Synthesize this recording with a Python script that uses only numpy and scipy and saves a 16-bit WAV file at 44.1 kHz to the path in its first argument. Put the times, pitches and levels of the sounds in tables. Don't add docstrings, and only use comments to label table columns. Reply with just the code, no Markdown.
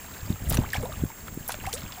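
import sys
import numpy as np
from scipy import signal
from scipy.fft import rfft, irfft
from scipy.io import wavfile
from scipy.ndimage import uniform_filter1d

SR = 44100
rng = np.random.default_rng(int(sys.argv[2]) if len(sys.argv) > 2 else 0)


def waveform_to_disk(signal):
    frames = np.transpose(np.atleast_2d(signal))
    scaled = np.clip(frames, -1, 1) * 32767
    samples = np.round(scaled).astype(np.int16)
    wavfile.write(sys.argv[1], SR, samples)


N = 88200
TIME = np.arange(N) / SR


def from_db(db):
    return 10 ** (np.asarray(db) / 20)


def rms_one(x):
    return x / np.sqrt(np.mean(x ** 2) + 1e-20)


def add(out, start_s, sound):
    i = int(start_s * SR)
    out[i:i + len(sound)] += sound[:N - i]


def drift(rate):
    return np.interp(TIME * rate, np.arange(1000), rng.standard_normal(1000))


def noise(colour, flicker_db):
    colour_hz, colour_db = np.transpose(colour)
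    bin_hz = np.arange(N // 2 + 1) * SR / N
    gain = from_db(np.interp(np.log(bin_hz + 1), np.log(colour_hz), colour_db))
    coloured = irfft(rfft(rng.standard_normal(N)) * gain, N)
    flicker = from_db(flicker_db * drift(45.47))
    return rms_one(coloured * flicker)


def droplets(centre_hz, octaves, per_s, cycles, size_db, size):
    pitches = np.geomspace(350, 15000, 44)
    chance, sign, dealt = rng.random((3, size))
    drop_gain = from_db(size_db * np.minimum(rng.exponential(1, size), 5))
    clicks = (chance < per_s / SR) * np.sign(sign - .5) * drop_gain
    weight = np.exp(-.5 * (np.log2(pitches / centre_hz) / octaves) ** 2)
    share = np.cumsum(weight)
    which = np.searchsorted(share / share[-1], dealt)
    out = np.zeros(size)
    for k, hz in enumerate(pitches):
        angle = 2 * np.pi * hz / SR
        radius = np.exp(-np.log(1000) * hz / (cycles * SR))
        zeros = np.sqrt(1 - radius * radius) * np.array([1, 0, -1])
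        poles = [1, -2 * radius * np.cos(angle), radius * radius]
        out += signal.lfilter(zeros, poles, clicks * (which == k) + 1e-18)
    return rms_one(out)


def camera():
    # (frequency [Hz], relative level [dB])
    hiss_colour = [(200, 5.5), (500, 1.5), (1000, 0.5), (2000, -2), (4000, -10.5), (6000, -8.5),
                   (8000, -4.5), (10000, -15.5), (12500, -4), (15500, -12.5)]
    # (rms level [dB], phase slip per frame [cycles])
    whine_tones = [(-57, 0.51), (-53, 0.78), (-51.5, 0.56)]
    whine_hz, frames_per_s = (6606, 7522.5, 15045), 30
    out = from_db(-47) * noise(hiss_colour, flicker_db=2)
    frame = uniform_filter1d(TIME * frames_per_s % 1, size=130)
    for hz, (db, slip) in zip(whine_hz, whine_tones):
        tone = np.sin(2 * np.pi * (hz * TIME - slip * frame))
        out += from_db(db) * np.sqrt(2) * tone
    return out


def wind():
    # (time [s], level [dB])
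    gusts = [(0, -49), (.25, -43.5), (.32, -31), (.37, -45.5), (.43, -34), (.6, -26), (.66, -36.5),
             (.73, -46), (.81, -29), (.9, -39), (1.05, -36), (1.12, -49), (1.4, -41), (1.46, -50.5),
             (1.68, -40), (1.75, -44.5), (1.86, -39), (2, -51)]
    # (frequency [Hz], relative level [dB])
    rumble_colour = [(20, -7), (45, -0.5), (90, 0), (150, -5.5), (250, -10.5), (400, -21), (800, -26.5),
                     (2000, -65)]
    # (centre time [s], peak level [dB], nominal pitch [Hz])
    bumps = [(0.233, -28.5, 87.5), (0.305, -15, 175), (0.32, -37, 238), (.425, -25, 80), (0.477, -24.5, 85),
             (0.492, -20, 77), (.512, -23.5, 131), (0.5903, -10.5, 170), (0.599, -25.5, 141),
             (.615, -23.5, 132), (0.784, -21.5, 106), (1.025, -22, 105), (1.0383, -13.5, 218),
             (1.056, -24.5, 111), (1.376, -22.5, 243), (1.411, -31.5, 118), (1.678, -35, 56.3),
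             (1.839, -29.5, 152)]
    bump_cycles, bump_skirt = 0.31, 0.31
    out = from_db(np.interp(TIME, *np.transpose(gusts))) * noise(rumble_colour, flicker_db=3)
    for centre_s, db, hz in bumps:
        u = (TIME - centre_s) * hz / bump_cycles
        swing = -u * np.exp(-u * u) / (1 + bump_skirt * u * u)
        out += from_db(db) * swing / swing.max()
    return out


def shore():
    # (time [s], level [dB])
    lapping = [(.14, 1.5), (.85, 2.5), (1.45, -6), (1.65, 4)]
    trickle = droplets(centre_hz=1900, octaves=.85, per_s=740, cycles=36, size_db=3, size=N)
    fizz = droplets(centre_hz=10800, octaves=0.19, per_s=220, cycles=18, size_db=4, size=N)
    trickle_db = -51 + np.interp(TIME, *np.transpose(lapping))
    return from_db(trickle_db) * trickle + from_db(-57) * fizz


def bubbles():
    # (time [s], starting pitch [Hz], level [dB], decay [s], glide [octaves/s])
    air_pockets = [(.5175, 666, -17, 0.0014, 6), (0.544, 1030, -30, 0.0088, 39),
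                   (0.571, 6020, -22.5, 0.0033, -4), (0.636, 684, -29.5, 0.014, 72),
                   (0.733, 1897, -18.5, 0.0044, -31), (.7403, 7700, -31, 0.0019, -20),
                   (.7452, 3170, -20, 0.0013, 42), (0.7605, 2150, -26, 0.0054, 47),
                   (0.765, 5550, -25, 0.0016, -20), (.770, 1704, -31.5, 0.0086, -1),
                   (.801, 590, -38.5, 0.021, 3), (.825, 590, -31, 0.011, -20), (.834, 455.4, -28, 0.018, 9),
                   (.851, 656, -33, 0.019, 11.5), (.855, 930, -35, 0.013, 10.5),
                   (.893, 635, -33.5, 0.015, -4.5), (0.92, 1170, -31.5, 0.0048, 5.5),
                   (0.938, 1210, -32, 0.0031, -5), (1.102, 920, -32.5, 0.0057, -7),
                   (1.281, 1294, -27.5, 0.0027, -1), (1.493, 785, -19, 0.0015, 7),
                   (1.502, 1330, -31, 0.0027, 226), (1.542, 660, -30, 0.0063, -10),
                   (1.588, 320, -26.5, 0.0023, 2), (1.639, 732, -36, 0.015, 68),
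                   (1.655, 1940, -29, 0.0029, 62), (1.6665, 2730, -27.5, 0.0025, -2),
                   (1.672, 746, -25.5, 0.015, 6), (1.684, 1010, -31.5, 0.009, 28),
                   (1.728, 3010, -34, 0.016, 18.5), (1.736, 442, -32, 0.029, 11.5),
                   (1.975, 745, -40.5, 0.064, -1.5)]
    attack_s, damping_power = 0.00045, 1.08
    wobble, flutter_db = 0.031, 1.65
    out, t = np.zeros(N), TIME[:SR // 5]
    for start_s, hz, db, decay, glide in air_pockets:
        glided_hz = hz * 2 ** np.clip(glide * t, -1, 2)
        pitch = glided_hz * (1 + wobble * drift(265)[:len(t)])
        envelope = (1 - np.exp(-t / attack_s)) * np.exp(-(t / decay) ** damping_power)
        gain = from_db(db + flutter_db * drift(225)[:len(t)])
        ring = np.sin(2 * np.pi * np.cumsum(pitch) / SR)
        add(out, start_s, gain * envelope * ring)
    return out


def splashes():
    # (time [s], level [dB], decay [s], centre pitch [Hz], pitch spread [octaves])
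    slaps = [(.487, -34, 0.0079, 9400, 0.18), (.497, -21, .001, 12500, 0.41),
             (0.5006, -16, 0.00081, 12400, 0.25), (0.502, -30, 0.011, 5960, 1.53),
             (.523, -31, 0.0084, 11800, 0.44), (.520, -33.5, 0.032, 2800, 0.98),
             (0.542, -27, 0.0074, 6000, 1.8), (0.55, -32, 0.0047, 11900, 0.56),
             (0.5701, -20, 0.0024, 3090, 1.1), (.574, -32, 0.023, 461, 0.56),
             (0.611, -43, 0.031, 1280, 0.5), (0.702, -36, 0.0038, 4360, 0.36),
             (0.7212, -31.5, .0013, 5900, 0.42), (0.732, -16.5, 0.00061, 10760, 0.83),
             (.733, -34, 0.022, 3180, 0.66), (.741, -31, 0.018, 802, 0.38), (.770, -24, 0.00088, 4950, 0.9),
             (0.82, -42.5, 0.043, 630, 0.5), (0.919, -35.5, 0.0042, 1740, 0.62),
             (1.2807, -34, 0.0023, 1690, 0.22), (1.478, -27.5, 0.004, 12300, 0.18),
             (1.485, -31, 0.0084, 11200, 0.49), (1.490, -33, 0.025, 2370, 1.28),
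             (1.519, -27, 0.0051, 8300, 0.9), (1.5425, -23, 0.0013, 1900, 0.9),
             (1.5497, -37.5, 0.0039, 3460, 0.95), (1.665, -30, 0.0037, 5200, 1.34),
             (1.691, -40.5, 0.0057, 7100, 0.49), (1.727, -28, 0.0081, 7050, 0.82),
             (1.736, -31, 0.012, 7800, 0.21), (1.769, -43, 0.023, 3270, 0.5),
             (1.921, -37.5, .005, 3240, 0.64)]
    attack_share, clump_db = 0.23, 0.5
    grains_per_cycle = .7
    out, t = np.zeros(N), TIME[:SR // 5]
    for start_s, db, decay, hz, octaves in slaps:
        shower = droplets(hz, octaves, grains_per_cycle * hz, cycles=26.4, size_db=3, size=len(t))
        attack = attack_share * decay
        envelope = np.minimum(t / attack, 1) * np.exp(-np.maximum(t - attack, 0) / decay)
        gain = from_db(db + clump_db * drift(401)[:len(t)])
        add(out, start_s, gain * envelope * shower)
    return out


def scene():
    return (camera() + wind() + shore() + bubbles() + splashes())[None]


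def record(dry):
    low_pass = signal.ellip(12, .1, 80, 15800, fs=SR, output="sos")
    return signal.sosfilt(low_pass, dry)


dry = scene()
out = record(dry)
waveform_to_disk(out)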